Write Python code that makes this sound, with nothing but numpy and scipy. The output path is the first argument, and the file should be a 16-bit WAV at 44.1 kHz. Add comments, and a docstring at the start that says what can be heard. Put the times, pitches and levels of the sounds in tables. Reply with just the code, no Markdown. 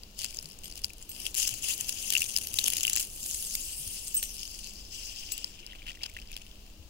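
"""Water from a hand-held hose spatters on a wall and the ground in a yard, close to a phone that swings about.
Shaped noise gated by random impacts makes the hiss; decaying, rising sines make the drops' trapped bubbles.
Glass bangles clink on the wrist as damped modes; soft low bumps are brief damped sines.
A far rumble and rush of filtered noise and a faint wavering hum lie underneath.
The right microphone port faces the water; the left one hears it later, through a resonant duct."""
import sys
import numpy as np
from scipy import signal
from scipy.fft import rfft, irfft, next_fast_len
from scipy.io import wavfile
from scipy.ndimage import uniform_filter1d, map_coordinates

SR = 44100
rng = np.random.default_rng(int(sys.argv[2]) if len(sys.argv) > 2 else 0)


def generate_wav(sig):
    """Save sig (samples, or channels by samples) to the path in sys.argv[1] as 16-bit PCM at SR."""
    pcm = np.round(np.clip(np.atleast_2d(sig).T, -1, 1) * 32767).astype(np.int16)
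    wavfile.write(sys.argv[1], SR, pcm)


N = 303849


def amp(db):
    """Decibel definition: amplitude ratio from level."""
    return 10 ** (np.asarray(db) / 20)


def unit(x):
    """RMS normalization: equal mean power for any signal."""
    return x / np.sqrt(np.mean(x ** 2) + 1e-20)


def along(points, hz):
    """Logarithmic interpolation: values between (frequency, value) points on a log-frequency axis."""
    f, v = np.transpose(points)
    return np.interp(np.log(hz + 1), np.log(f + 1), v)


def curves(rows):
    """Linear interpolation in time: one curve for each column after start_s."""
    s, *cols = np.transpose(rows)
    return [np.interp(np.arange(N) / SR, s, c) for c in cols]


def wobble(rate):
    """Slow random fluctuation: a spline through normal draws, rate knots a second."""
    knots = rng.standard_normal(int(N * rate / SR) + 4)
    return map_coordinates(knots, [np.arange(N) * rate / SR])


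def filtered(x, response):
    """Linear filtering: the spectrum is multiplied by a complex response of frequency."""
    m = next_fast_len(N + 8192)
    return irfft(rfft(x, m) * response(np.fft.rfftfreq(m, 1 / SR)), m)[..., :N]


def add(pair, s, sound, pan_db):
    """Superposition: adds a sound to both channels at time s, with a left-right level difference."""
    at = round(s * SR)
    panned = amp([[pan_db / 2], [-pan_db / 2]]) * sound
    pair[:, at:at + sound.shape[-1]] += panned[:, :N - at]


# wavering hum tones: pitch_hz [Hz], level_db [dB]
HUM_TONES = [(205, -67.5), (310, -73.5)]
# noise spectra of the far rumble and of the rush: frequency_hz [Hz], relative density_db [dB per Hz]
RUMBLE_SPECTRUM = [(15, -0.5), (25, 4), (45, -1), (80, -7.5), (130, -41.5)]
RUSH_SPECTRUM = [(40, -18), (75, 4.5), (110, 0), (300, -4), (460, -7.5), (1000, -15), (2000, -23),
                 (4200, -15), (10000, -25.5), (16000, -16)]
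# background level in time: start_s [s], rumble_db [dB], rush_db [dB]
YARD_LEVELS = [(0, -53, -55), (0.301, -51.5, -56.5), (2.65, -52, -52), (3.1, -51, -56), (5.4, -49.5, -57.5),
               (6.89, -50.5, -57.5)]
# correlation of the background at the two ports: frequency_hz [Hz], likeness [-1 to 1]
PORT_LIKENESS = [(30, 0.97), (130, 0.9), (300, 0.84), (640, 0.86), (1200, 0), (3000, 0)]


def yard():
    """Diffuse-field coherence: background noise is alike at both ports when low, unrelated when high."""
    t = np.arange(N) / SR
    out = 0
    for hz, db in HUM_TONES:
        phase = 2 * np.pi * hz * t
        out = out + amp(db + 3.1 * wobble(10)) * np.sin(phase + 0.29 * wobble(11.0))

    def mid_side(hz):
        # this angle makes the correlation of mid + side with mid - side equal the likeness
        angle = np.arccos(np.clip(along(PORT_LIKENESS, hz), -1, 1)) / 2
        return amp(along(spectrum, hz)) * np.array([np.cos(angle), np.sin(angle)])

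    for spectrum, db in zip((RUMBLE_SPECTRUM, RUSH_SPECTRUM), curves(YARD_LEVELS)):
        mid, side = filtered(rng.standard_normal((2, N)), mid_side)
        out = out + amp(db + 0.7 * wobble(5)) * unit(np.array([mid + side, mid - side]))
    return out


# changing flow of the stream where it lands, with its longer swells: start_s [s], level_db [dB]
STREAM = [(0, -75), (0.4, -58.5), (1.07, -67), (1.1, -57), (1.25, -47), (1.32, -56), (1.93, -47.5),
          (2.1, -40.5), (2.28, -41.5), (2.52, -44.5), (2.62, -38.5), (3.03, -39.5), (3.1, -51.5),
          (3.26, -41.5), (3.5, -42), (4.66, -48), (4.9, -53), (4.94, -44), (5.43, -46.5), (5.55, -56),
          (5.7, -64.5), (6.3, -59), (6.89, -80)]
# separate gushes slopping out of the hose: start_s [s], length_s [s], level_db [dB]
GUSHES = [(0.188, .2, -39), (0.468, 0.051, -54.5), (0.648, 0.066, -52), (0.771, 0.012, -44.5),
          (0.844, 0.0042, -49.5), (1.018, 0.011, -54), (1.26, 0.01, -43.5), (1.376, 0.21, -32.5),
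          (1.635, 0.046, -37.5), (1.688, 0.058, -35), (1.803, 0.025, -43.5), (1.885, 0.009, -39.5),
          (2.454, 0.025, -44), (2.974, 0.041, -34), (5.868, 0.045, -51.5), (6.029, 0.027, -52),
          (6.308, .005, -53.5), (6.36, 0.0069, -51), (6.423, .04, -61.5)]
# a gush swells, thins while it lasts, and breaks off
RISE_DB_PER_S, SAG_DB_PER_S, FALL_DB_PER_S = 800, 73, 552


def landing_db():
    """Power addition of independent sources: spray level of the changing stream plus every gush."""
    t = np.arange(N) / SR
    power = amp(curves(STREAM)[0]) ** 2
    for s, length, db in GUSHES:
        loss_db = RISE_DB_PER_S * np.clip(s - t, 0, None)
        loss_db += SAG_DB_PER_S * np.clip(t - s, 0, length)
        loss_db += FALL_DB_PER_S * np.clip(t - s - length, 0, None)
        power = power + amp(db - np.minimum(loss_db, 200)) ** 2
    return 10 * np.log10(power)


def impacts(per_s, spread_db, life_s):
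    """Poisson-like arrivals: drops land at random, rise suddenly and decay; a few are far bigger."""
    lands = rng.random(N) < per_s / SR
    size_db = np.minimum(spread_db * rng.exponential(size=N), 4 * spread_db)
    return unit(signal.lfilter([1], [1, -np.exp(-1 / (life_s * SR))], lands * amp(size_db)))


# the band lifted at the left port has weaker companions higher up:
# multiple of the band centre [ratio], lift_db [dB]
UPPER_BANDS = [(1.52, 2.5), (2.02, 2)]


def patchy(x, centre_hz, lift_db, patchy_db):
    """Time-varying filtering: a wandering band is lifted at each port; random patches swell and sink."""
    hz, _, z = signal.stft(x, SR, nperseg=256)
    hz = hz[:, None] + 1
    centre = np.interp(np.linspace(0, N, z.shape[-1]), np.arange(N), centre_hz)
    lift = np.reshape(lift_db, (-1, 1, 1)) * np.exp(-(np.log(hz / centre) / 0.15) ** 2)
    for times, db in UPPER_BANDS:
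        lift[0] += db * np.exp(-(np.log(hz / (times * centre)) / 0.067) ** 2)
    field = uniform_filter1d(rng.standard_normal(z.shape[1:]), size=6, axis=0)  # smooth in frequency
    field = uniform_filter1d(field, size=5, axis=1)  # smooth in time
    return signal.istft(z * amp(lift + patchy_db * unit(field)), SR, nperseg=256)[1][:, :N]


# hiss spectra of three drop sizes: frequency_hz [Hz], relative density_db [dB per Hz]
COARSE_SPECTRUM = [(150, -62), (350, -26), (700, -8.5), (1300, -12.5), (2200, -9), (3200, 3.5), (4500, -22),
                   (8000, -26.5)]
SPRAY_SPECTRUM = [(500, -70), (1500, -37), (3000, -6.5), (5000, 8.5), (8000, 3.5), (10500, -2), (13000, -6),
                  (16000, 5.5)]
MIST_SPECTRUM = [(2500, -70), (6000, -18), (9000, 2), (11500, 1.5), (13500, -2.5), (16500, -4.5)]
# what the water lands on: start_s [s], relative coarse_db [dB], relative mist_db [dB],
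# centre_hz of the lifted band [Hz], spatter [0 smooth to 1 single impacts]
SURFACE = [(0, -14, -9.5, 4850, 0.71), (0.9, -8.5, -2.5, 4700, 1), (1.15, -8, -1, 4700, 0.47),
           (1.35, -11, -4.5, 7050, 0.5), (1.95, -11, -3, 6600, 0.33), (2.35, -12, -1.5, 6350, 0.87),
           (2.95, -11, -5, 6700, 0.76), (3.1, -16.5, -1.5, 7440, 0.42), (3.6, -17.5, -3, 7000, 0.13),
           (3.9, -15, -3, 9200, 0.07), (4.3, -15, -3.5, 5800, 0.4), (4.6, -14, -11, 4730, 0.48),
           (5.0, -12.5, -14.5, 5300, 0.06), (5.5, -8, -22, 4800, 0.3), (5.7, 7, -12, 4900, 0.94),
           (6.3, -3, -16, 5030, 1), (6.89, -2, -1, 4800, 0.94)]


def jet():
    """Impact-modulated noise: three drop sizes hiss; spatter turns a smooth rush into single impacts."""
    spray_db = landing_db()
    coarse_db, mist_db, centre_hz, spatter = curves(SURFACE)
    spatter = np.clip(spatter, 0, 1)
    slugs = impacts(280, spread_db=4.5, life_s=0.001)  # the broken stream lands in slugs that hold every size
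    surge_db = 0.49 * wobble(30)
    # spectrum, level [dB over spray], share of noise power common to both ports
    layers = [(COARSE_SPECTRUM, coarse_db + 0.41, 0.75),
              (SPRAY_SPECTRUM, -1.5, 0.35),
              (MIST_SPECTRUM, mist_db + 3.5, 0.1)]
    out = np.zeros((2, N))
    for spectrum, db, alike in layers:
        drops = 1.5 * slugs + 0.22 * impacts(400, spread_db=4.5, life_s=0.0016)
        shared, *own = rng.standard_normal((3, N))
        noise = np.sqrt(alike) * shared + np.sqrt(1 - alike) * np.array(own)
        hiss = unit(filtered(noise, lambda hz: amp(along(spectrum, hz))))
        gate = np.sqrt(1 - spatter + spatter * unit(drops) ** 2)
        out += amp(spray_db + db + surge_db + 1.23 * wobble(40)) * gate * hiss
    return patchy(out, centre_hz, lift_db=[5, 3], patchy_db=2.5)


def plips(count):
    """Bubble resonance: small drops ring a cycle or two, lower and louder in coarse, spattering water."""
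    spray_db = landing_db()
    coarse_db, _, _, spatter = curves(SURFACE)
    when, size = rng.random(count), rng.exponential(size=count)
    length = 300  # samples
    at = (when * (N - length)).astype(int)
    hz = 2600 * amp(-0.45 * coarse_db[at] + 3.4 * rng.standard_normal(count))
    hz = np.clip(hz, 900, 13000)[:, None]
    t = np.arange(length) / SR
    ring = np.sin(2 * np.pi * hz * t * (1 + 15 * t)) * np.exp(-t * hz / 2.5)  # rising pitch
    level_db = spray_db[at] + 0.84 * coarse_db[at] + 4.0 + 2.77 * size
    ring *= (np.clip(spatter[at], 0, 1) * amp(level_db))[:, None]
    out = np.bincount((at[:, None] + np.arange(length)).ravel(), ring.ravel(), N)
    return filtered(out, lambda f: (1j * f / (600 + 1j * f)) ** 2)  # low cut


# the biggest drops: start_s [s], relative level_db [dB], starting pitch_hz [Hz], relative fizz_db [dB]
BIG_DROPS = [(0.034, -27, 4670, -10), (0.237, -23, 4400, -7), (0.3448, -25.5, 7370, -2),
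             (0.388, -15.5, 5130, -33), (0.4264, -20.5, 12800, -7.5), (0.4566, -25.5, 4600, -5),
             (0.512, -31, 5200, -19), (0.588, -29, 8000, -4), (0.7128, -28.5, 5900, -6),
             (0.7895, -28, 8700, -14), (0.8439, -9.5, 4760, -10.5), (0.853, -24, 7800, -7),
             (0.9026, -37, 2400, 1), (0.9335, -35, 10300, 4), (0.9817, -33, 8790, -2),
             (1.0257, -24.5, 7400, -18), (1.2647, -18, 3080, -1), (1.3433, -25, 8350, 7),
             (1.3498, -18.5, 7050, 1), (1.3836, -24, 11840, -1), (1.4697, -28, 7670, 4),
             (1.478, -16.5, 8950, 4), (1.539, -24, 10380, 5), (1.778, -22, 11800, 0),
             (1.809, -12.5, 7060, -3), (1.8924, -18, 8900, 6.5), (2.1027, -24, 6720, 15),
             (2.134, -23, 3540, 10), (2.1515, -13.5, 2630, -1), (2.1654, -14.5, 2700, -13),
             (2.1745, -14, 12020, 2), (2.2051, -20, 8200, 4), (2.2184, -18, 2590, 5.5),
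             (2.2276, -25, 2500, 7), (2.363, -7, 5050, -6.5), (2.5403, -14.5, 8830, -1.5),
             (2.587, -8.5, 3710, -2), (2.591, -12, 4230, -3), (2.613, -26.5, 4260, 3),
             (2.6807, 4.5, 11000, -19.5), (2.736, -14.5, 6860, -7), (2.7674, -18.5, 3580, 8),
             (2.832, -8, 7040, -5), (2.8501, -13, 2940, -1), (2.8687, -4.5, 9750, -10),
             (2.8786, -17, 2680, 1), (2.897, -8, 9700, -1.5), (2.9318, -6.5, 7340, -8),
             (2.9555, -8, 7100, -14), (2.962, -10, 10100, 2), (2.9964, -20.5, 5400, 8),
             (3.0008, -13, 7620, -1), (3.261, -10.5, 8790, -9), (3.3114, -13.5, 6300, -9),
             (3.345, -9.5, 7900, -19), (3.5518, -16, 10400, 5.5), (3.8754, -19.5, 11200, 1.5),
             (5.3782, -21.5, 10400, 3), (5.4435, -11, 4950, -15), (5.6643, -22.5, 4900, -10),
             (5.732, -33, 1840, -13), (5.8197, -33.5, 2250, -14), (5.8677, -29, 3100, -14),
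             (5.8894, -31, 2600, -12), (5.9067, -32, 1790, -16), (5.972, -38, 1800, -6),
             (6.0091, -37, 2110, -16), (6.0341, -14, 4920, -17), (6.0388, -23, 4140, -14),
             (6.081, -42, 2500, -4), (6.0972, -36, 2180, 4), (6.138, -28, 10980, -9),
             (6.1662, -24, 1810, -10.5), (6.1876, -31, 2400, -9), (6.274, -31.5, 4740, -22),
             (6.3158, -34, 2400, 6), (6.3327, -33, 3200, -15), (6.3556, -36, 3920, -20),
             (6.3655, -23, 3100, -4)]


def splats():
    """Bubble resonance and sheet breakup: a big drop rings a few cycles, slaps, and throws off a fizz."""
    out, t = np.zeros((2, N)), np.arange(SR // 60) / SR
    for s, db, hz, fizz_db in BIG_DROPS:
        shared, left, right, lean = rng.standard_normal((4, len(t)))
        noise = 0.33 * shared + 0.46 * np.array([left, right])
        # the trapped bubble rises in pitch
        ring = 0.82 * np.sin(2 * np.pi * hz * t * (1 + 15 * t)) * np.exp(-t * hz / 4.8)
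        ring *= 1 - np.exp(-t / 0.0000667)
        spread = (1 - np.exp(-t / 0.00071)) * np.exp(-t / 0.0014)  # the sheet of water spreads, then settles
        slap = 0.24 * noise
        fizz = amp(fizz_db + 8.5) * np.diff(noise[:, ::-1], prepend=0)  # differencing brightens the noise
        add(out, s, amp(db - 4.5) * (ring + spread * (slap + fizz)), pan_db=0.63 * lean[0])
    # drops move little low air; the top is softened too
    return filtered(out, lambda hz: (1j * hz / (450 + 1j * hz)) ** 2 / (1 + 1j * hz / 14000))


# soft low bumps: start_s [s], relative level_db [dB], pitch_hz [Hz]
BUMPS = [(0.44, -46, 152), (0.839, -45.5, 78), (1.52, -43, 115), (1.81, -48.5, 104), (2.537, -43.5, 80),
         (3.329, -45, 63), (5.604, -54, 350), (3.795, -48, 142), (3.866, -41, 86.5), (6.793, -41, 78),
         (6.851, -43, 59.3)]


def thumps():
    """Heavily damped oscillation: soft low bumps that die away quickly, stronger on the left."""
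    out, t = np.zeros((2, N)), np.arange(SR // 8) / SR
    envelope = np.exp(-t / 0.018) * (1 - np.exp(-t / 0.004))
    for s, db, hz in BUMPS:
        add(out, s, amp(db + 3) * np.sin(2 * np.pi * hz * t) * envelope, pan_db=8)
    return out


# bangle clinks: start_s [s], level_db of each of three ring modes in turn [dB], tick_db [dB]
CLINKS = [(0.641, -45, -41, -63, -38), (0.659, -55, -61, -61, -40), (1.092, -45, -37.5, -35, -30),
          (1.116, -45, -58, -59, -33), (3.459, -34.5, -52, -54, -39), (4.073, -35, -43, -58, -27),
          (4.144, -38, -28, -19, -37), (4.167, -21, -51, -29, -29), (4.1771, -43, -55, -55, -22),
          (4.2282, -31, -29.5, -40, -14), (4.238, -34, -33, -60, -18.5), (4.25, -44, -52, -58, -31),
          (4.269, -50, -48, -62, -40)]
# ring modes, each a close pair that beats: pitch_hz [Hz], split_hz [Hz], t60_s [s]
BANGLE_MODES = [(8325, 35, 0.095), (11990, 58, 0.088), (15670, 55, 0.12)]
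# further modes that follow the first pair: pitch_hz [Hz], level_db relative to it [dB], t60_s [s]
FAINT_MODES = [(2955, -27, 0.14), (6170, -21.5, 0.13)]
# a wider bangle is struck: start_s [s], level_db [dB]
WIDE_CLINKS = [(5.3197, -22)]
# its modes: pitch_hz [Hz], relative level_db [dB], t60_s [s]
WIDE_MODES = [(2790, -31.5, 0.17), (7740, -12.5, 0.1), (7800, -26, .1), (10900, -10.5, 0.094),
              (14750, -10, 0.061)]


def bangles():
    """Modal vibration: struck glass rings give a bright tick, then thin decaying lines, some beating."""
    out, t = np.zeros((2, N)), np.arange(SR // 4) / SR

    def tick():
        noise = uniform_filter1d(rng.standard_normal(len(t)), size=5)
        return noise * np.sin(2 * np.pi * 9600 * t) * np.exp(-t / 0.0018)

    def mode(hz, db, t60):
        return amp(db - 60 * t / t60) * np.sin(2 * np.pi * hz * t)

    for s, *levels, tick_db in CLINKS:
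        ring = np.zeros(len(t))
        for db, (hz, split, t60) in zip(levels, BANGLE_MODES):
            ring += mode(hz, db, t60) - 0.26 * mode(hz + split, db, t60)
        for hz, db, t60 in FAINT_MODES:
            ring += mode(hz, levels[0] + db, t60)
        add(out, s, ring + amp(tick_db) * tick(), pan_db=-0.5)
    for s, db in WIDE_CLINKS:
        ring = sum(mode(*row) for row in WIDE_MODES)
        add(out, s, amp(db) * (ring + 1.4 * tick()), pan_db=7.0)
    return out


# the phone swings: start_s [s], left gain_db for the water [dB]
PHONE_SWING = [(0, 0.5), (2.6, 1.5), (3.1, -2), (4.2, -0.5), (6.89, -2.5)]
LAG_S = 0.0004825  # delay of the extra path to the left port


def scene():
    """Interaural-style level and time differences: near sounds reach the left port later."""
    background = yard()
    water = jet() + plips(count=900) + splats()
    water[0] *= amp(curves(PHONE_SWING)[0])
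    bumps = thumps()
    near = water + bangles()
    near[0] = filtered(near[0], lambda hz: np.exp(-2j * np.pi * hz * LAG_S))
    return near + background + bumps


# left port resonances: centre_hz [Hz], width_hz [Hz], gain_db at the centre, negative for a dip [dB]
DUCT_RESONANCES = [(2795, 457, 14), (4970, 840, 5.5), (6770, 1340, 8), (9700, 2300, 2.5),
                   (12800, 1900, -4.5)]


def left_duct(hz):
    """Duct resonance: second-order peaks, and one dip, in cascade colour the left port."""
    response = 1
    for centre, width, db in DUCT_RESONANCES:
        stiff, loss = centre * centre - hz * hz, 1j * hz * width
        response = response * (stiff + loss * amp(db)) / (stiff + loss)
    return response


TOP_HZ = 15760  # start of the steep upper cutoff


def record(dry):
    """Band limitation: the duct colours the left channel, then both lose everything far above TOP_HZ."""
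    wet = np.array([filtered(dry[0], left_duct), dry[1]])
    return filtered(wet, lambda hz: amp(-np.clip(hz - TOP_HZ, 0, 2000) / 8))  # 1 dB per 8 Hz


dry = scene()
out = record(dry)
generate_wav(out)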